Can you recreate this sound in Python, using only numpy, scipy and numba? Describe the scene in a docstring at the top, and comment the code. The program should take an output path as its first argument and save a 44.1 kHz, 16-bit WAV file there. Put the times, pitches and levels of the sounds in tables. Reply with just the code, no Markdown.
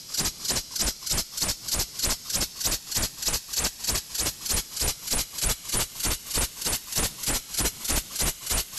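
"""A laser cutter works on steel plate, heard from a hand-held microphone beside the cutting head.
A fan and a gas leak run throughout. About three times a second the assist gas seeps, the drive hums
twice, and a chirp leads into the surge: the nozzle hisses, a whistle sweeps up, and at the crest the jet
roars and buffets the microphone. The whistle falls again and a puff closes the surge. Over the seconds
the microphone drifts to a second place, where the plate rings less and the hood rings more."""
import sys
import numpy as np
from scipy import signal
from scipy.fft import rfft, irfft, next_fast_len
from scipy.io import wavfile
from numba import njit

SR = 44100
rng = np.random.default_rng(int(sys.argv[2]) if len(sys.argv) > 2 else 0)


def materialize(psi):
    """Save the field psi as 16-bit PCM at rate SR to the path in sys.argv[1].

    A 1-D psi becomes a single channel; in a 2-D psi each row is a channel.
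    """
    bounded = np.clip(np.atleast_2d(psi).T, -1, 1)
    quanta = np.round(bounded * 32767).astype(np.int16)
    wavfile.write(sys.argv[1], SR, quanta)


N = 387188
TIME = np.arange(N) / SR
SURGE_PERIOD_S, FIRST_CREST_S = .30827, .2265
# seconds from the nearest crest, negative before it
CLOCK = (TIME - FIRST_CREST_S + SURGE_PERIOD_S / 2) % SURGE_PERIOD_S - SURGE_PERIOD_S / 2

# The gas puffs of a surge: seeping, with the chirp, opening, closing.
# Each row: start in seconds from the crest, then attack, hold and decay in seconds, relative level in dB.
PUFFS = [(-.145, .024, .04, .03, -37.8), (-.088, .006, .002, .018, -31.2),
         (-.056, .006, .021, .0165, -26.8), (.016, .015, .024, .0126, -25.1)]


def undb(db):
    """Decibels to gain."""
    return 10 ** (np.asarray(db) / 20)


def gain_at(hz, spectrum):
    """Gain of an EQ curve at the given frequencies."""
    points, db = np.transpose(spectrum)
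    return undb(np.interp(np.log(np.maximum(hz, 1)), np.log(points), db))


def noise(spectrum):
    """Noise of rms 1, coloured by an EQ curve."""
    size = next_fast_len(N)
    colour = gain_at(np.fft.rfftfreq(size, 1 / SR), spectrum)
    x = irfft(rfft(rng.standard_normal(size)) * colour, size)[:N]
    return x / x.std()


def walk(rate):
    """Random modulation of spread 1 that turns about rate times a second."""
    knots = rng.standard_normal(N // 4)
    x = np.interp(TIME * rate, np.arange(len(knots)), knots)
    return x / x.std()


@njit
def resonate(x, hz, width):
    """Band-pass with a moving centre, gain 1 at the centre."""
    y, band_state, low_state = np.empty(len(x)), 0., 0.
    for i in range(len(x)):
        g, damping = np.tan(np.pi * hz[i] / SR), width / hz[i]
        band = (band_state + g * (x[i] - low_state)) / (1 + g * (g + damping))
        band_state = 2 * band - band_state
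        low_state += 2 * g * band
        y[i] = damping * band
    return y


def swell(start, attack, hold, decay, db, sag_db_per_s=0):
    """An envelope that rises, holds and dies away in every surge; any sag begins after the attack."""
    age = CLOCK - start
    rise = np.clip(age / attack, 0, 1)
    fall = np.exp(-np.maximum(age - attack - hold, 0) / decay)
    return undb(db + sag_db_per_s * np.maximum(age - attack, 0)) * rise * fall


def at_crest(db, width_s=.01):
    """A brief boost or dip at each crest."""
    return undb(db * np.exp(-(CLOCK / width_s) ** 2))


def fan(level_db=-52.2, waver_db=-3.5):
    """The extraction fan drones under the cutting."""
    # The drone's colour. Each row: frequency in Hz, relative level in dB.
    drone = [(25, -5), (60, -3.5), (110, 0), (160, 4), (300, -4), (750, -13), (1050, -11), (1700, -21),
             (4000, -10), (12000, -13)]
    return noise(drone) * undb(level_db + waver_db * walk(9))


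def hiss(plate_gain, hood_gain, leak_db=-42.1, flicker_db=.9):
    """Gas tears through the nozzle, never quite shut off, and rings over the plate and under the hood."""
    # The nozzle's colour. Each row: frequency in Hz, relative level in dB.
    nozzle = [(150, -25), (1000, -14.5), (2000, -8.5), (3400, -5), (4300, -3), (6600, -1.5), (8100, -2.5),
              (9000, -11.5), (10100, -11), (11200, -1), (12000, 0)]
    puffs = np.sqrt(sum(swell(*puff) ** 2 for puff in PUFFS))
    gas = noise(nozzle) * np.hypot(puffs * undb(flicker_db * walk(300)), undb(leak_db))
    plate = resonate(gas, hz=np.full(N, 5050.), width=1420.)
    hood = resonate(gas, hz=np.full(N, 2940.), width=260.)
    return gas + plate_gain * plate + hood_gain * hood


def drive(note_hz=1060, width_hz=240., wander=.045, uneven_db=1.5):
    """The drive hums twice on one rough note before each surge, speeding up and braking."""
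    # Each row: start in seconds from the crest, attack, hold and decay in seconds, relative level in dB.
    hums = [(-.142, .012, .006, .011, -50.2), (-.11, .007, .005, .006, -51.8)]
    hz = note_hz * (1 + wander * walk(12))
    band = resonate(rng.standard_normal(N), hz, width_hz)
    hum = resonate(band, hz, width_hz)
    return hum / hum.std() * sum(swell(*row) for row in hums) * undb(uneven_db * walk(30))


def whistle_pitch(chirp_start, rest_hz=1310, crest_hz=9740, half_width_s=.0363, squareness=2.57):
    """A chirp falls onto the rest pitch, then the flow carries the whistle up and down in a bell curve."""
    # passes 490 Hz above rest 85 ms before the crest
    chirp_hz = 490 * np.exp((-.085 - np.maximum(CLOCK, chirp_start)) / .0075)
    flow = np.exp(-np.abs(CLOCK / half_width_s) ** squareness)
    return rest_hz + chirp_hz + (crest_hz - rest_hz) * flow


def whistle(top_db, chirp_start=-.091, jitter=.012, wander=.003, flutter_db=1.2, octave_db=-2.5):
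    """The jet whistles with each surge; its harmonics stand out as they cross the bright bands."""
    # How well each note radiates. Each row: frequency in Hz, gain in dB.
    radiation = [(1300, -30.5), (1520, -16), (2100, -33), (2900, -14.5), (3400, -17.5), (3950, -1.5),
                 (4600, 0), (5600, -0.5), (7800, 0.5), (8900, -9), (10100, -6), (11400, 0)]
    hz = whistle_pitch(chirp_start) * (1 + jitter * walk(1800) + wander * walk(25))
    chirp = swell(chirp_start, attack=.009, hold=.001, decay=.0115, db=-28.2)
    sweep = swell(-.061, attack=.026, hold=.074, decay=.028, db=-24.8, sag_db_per_s=-90)
    strength = chirp + sweep * at_crest(db=6.3)
    phase = 2 * np.pi * np.cumsum(hz) / SR
    tone = 0
    for k in range(1, 10):
        # notes near 9700 Hz are beamed, so they depend most on where the microphone is
        beamed = np.exp(-((k * hz - 9700) / 1400) ** 2)
        gain = undb(octave_db * np.log2(k) + beamed * top_db) * gain_at(k * hz, radiation)
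        tone += gain * (k * hz < SR / 3) * np.sin(k * phase)
    return np.sqrt(2) * tone * strength * undb(flutter_db * walk(350))


def roar(eddy_db=1.8, rush_db=-1.7, buffet_db=-4.4, idle_db=-58.7, lag_s=.0098):
    """At full flow the jet turns turbulent; its draught hits the microphone a little later and lingers."""
    # The colours of the jet and of the draught. Each row: frequency in Hz, relative level in dB.
    turbulence = [(20, -38), (60, -11), (120, -8), (250, -11), (600, -15), (1200, -18), (3000, -21),
                  (5500, -29.5), (8200, -19.5), (12000, -31)]
    buffet = [(8, -8), (25, 0.5), (45, 0.5), (80, -9.5), (160, -21.5), (400, -68)]
    surge = swell(-.051, attack=.033, hold=.065, decay=.0102, db=-26.7, sag_db_per_s=-35)
    seep = swell(*PUFFS[0]) * undb(-13)
    flow = np.sqrt(surge ** 2 + seep ** 2 + undb(idle_db) ** 2)
    pole = np.exp(-1 / (lag_s * SR))
    draught = signal.lfilter([1 - pole], [1, -pole], flow * at_crest(db=4.5))
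    # at the crest the jet briefly trades roar for tone
    rush = noise(turbulence) * flow * at_crest(db=-3.1) * undb(rush_db + eddy_db * walk(140))
    return rush + noise(buffet) * draught * undb(buffet_db)


def echo(x, t60, db):
    """Dense reflections that die away; their pattern shifts as the microphone moves."""
    age = TIME[:SR // 2]
    tails = rng.standard_normal((2, len(age))) * np.exp(-np.log(1000) * age / t60) * (age > .001)
    here, there = (signal.fftconvolve(x, tail / np.linalg.norm(tail))[:N] for tail in tails)
    turn = TIME + walk(2)
    return undb(db) * (here * np.cos(turn) + there * np.sin(turn))


def between(first_db, second_db, way):
    """The gain part of the way from the microphone's first place to its second."""
    return undb(first_db + (second_db - first_db) * way)


def scene():
    """One repeating gas surge drives hiss, whistle and roar; the drifting microphone shifts the mix."""
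    # The microphone's path. Each row: time in seconds, share of the way to the second place.
    drift = [(0, 0), (1.7, 0), (2.7, .44), (4.3, .68), (5.5, .96), (8.8, 1)]
    # The whistle's beam along that path.
    # Each row: time in seconds, gain of the direct sound in dB, gain of the top notes in dB.
    beam = [(0, -1.2, -6.5), (1.6, -1, -2.3), (3.6, .6, -8.5), (4.6, -4, 1.8), (5.5, -6.5, 4.3),
            (8.8, -5.7, 4.7)]
    way = np.interp(TIME, *np.transpose(drift))
    close = way ** 5  # roar and hood come up only near the second place
    times, *levels = np.transpose(beam)
    direct_db, top_db = (np.interp(TIME, times, db) for db in levels)
    tone = whistle(top_db)
    gas = hiss(plate_gain=undb(6.4) * (1 - way), hood_gain=between(-17, -6.5, close))
    gas *= between(-2.8, 1.9, way)
    # bounces between plate and head thicken the whistle and make the hiss hollow
    sweep = tone * undb(direct_db) + echo(tone, t60=.029, db=-5)
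    jet = sweep + undb(.5) * gas + echo(gas, t60=.017, db=-9)
    body = (roar() + drive()) * between(-1.5, 1.2, close)
    walls = echo(jet, t60=.083, db=-10.5)
    return (jet + walls + body + fan())[None]


def record(dry, top_hz=12120):
    """A steep low-pass cuts off the highest treble."""
    return signal.sosfilt(signal.ellip(12, .2, 80, top_hz, fs=SR, output="sos"), dry)


dry = scene()
out = record(dry)
materialize(out)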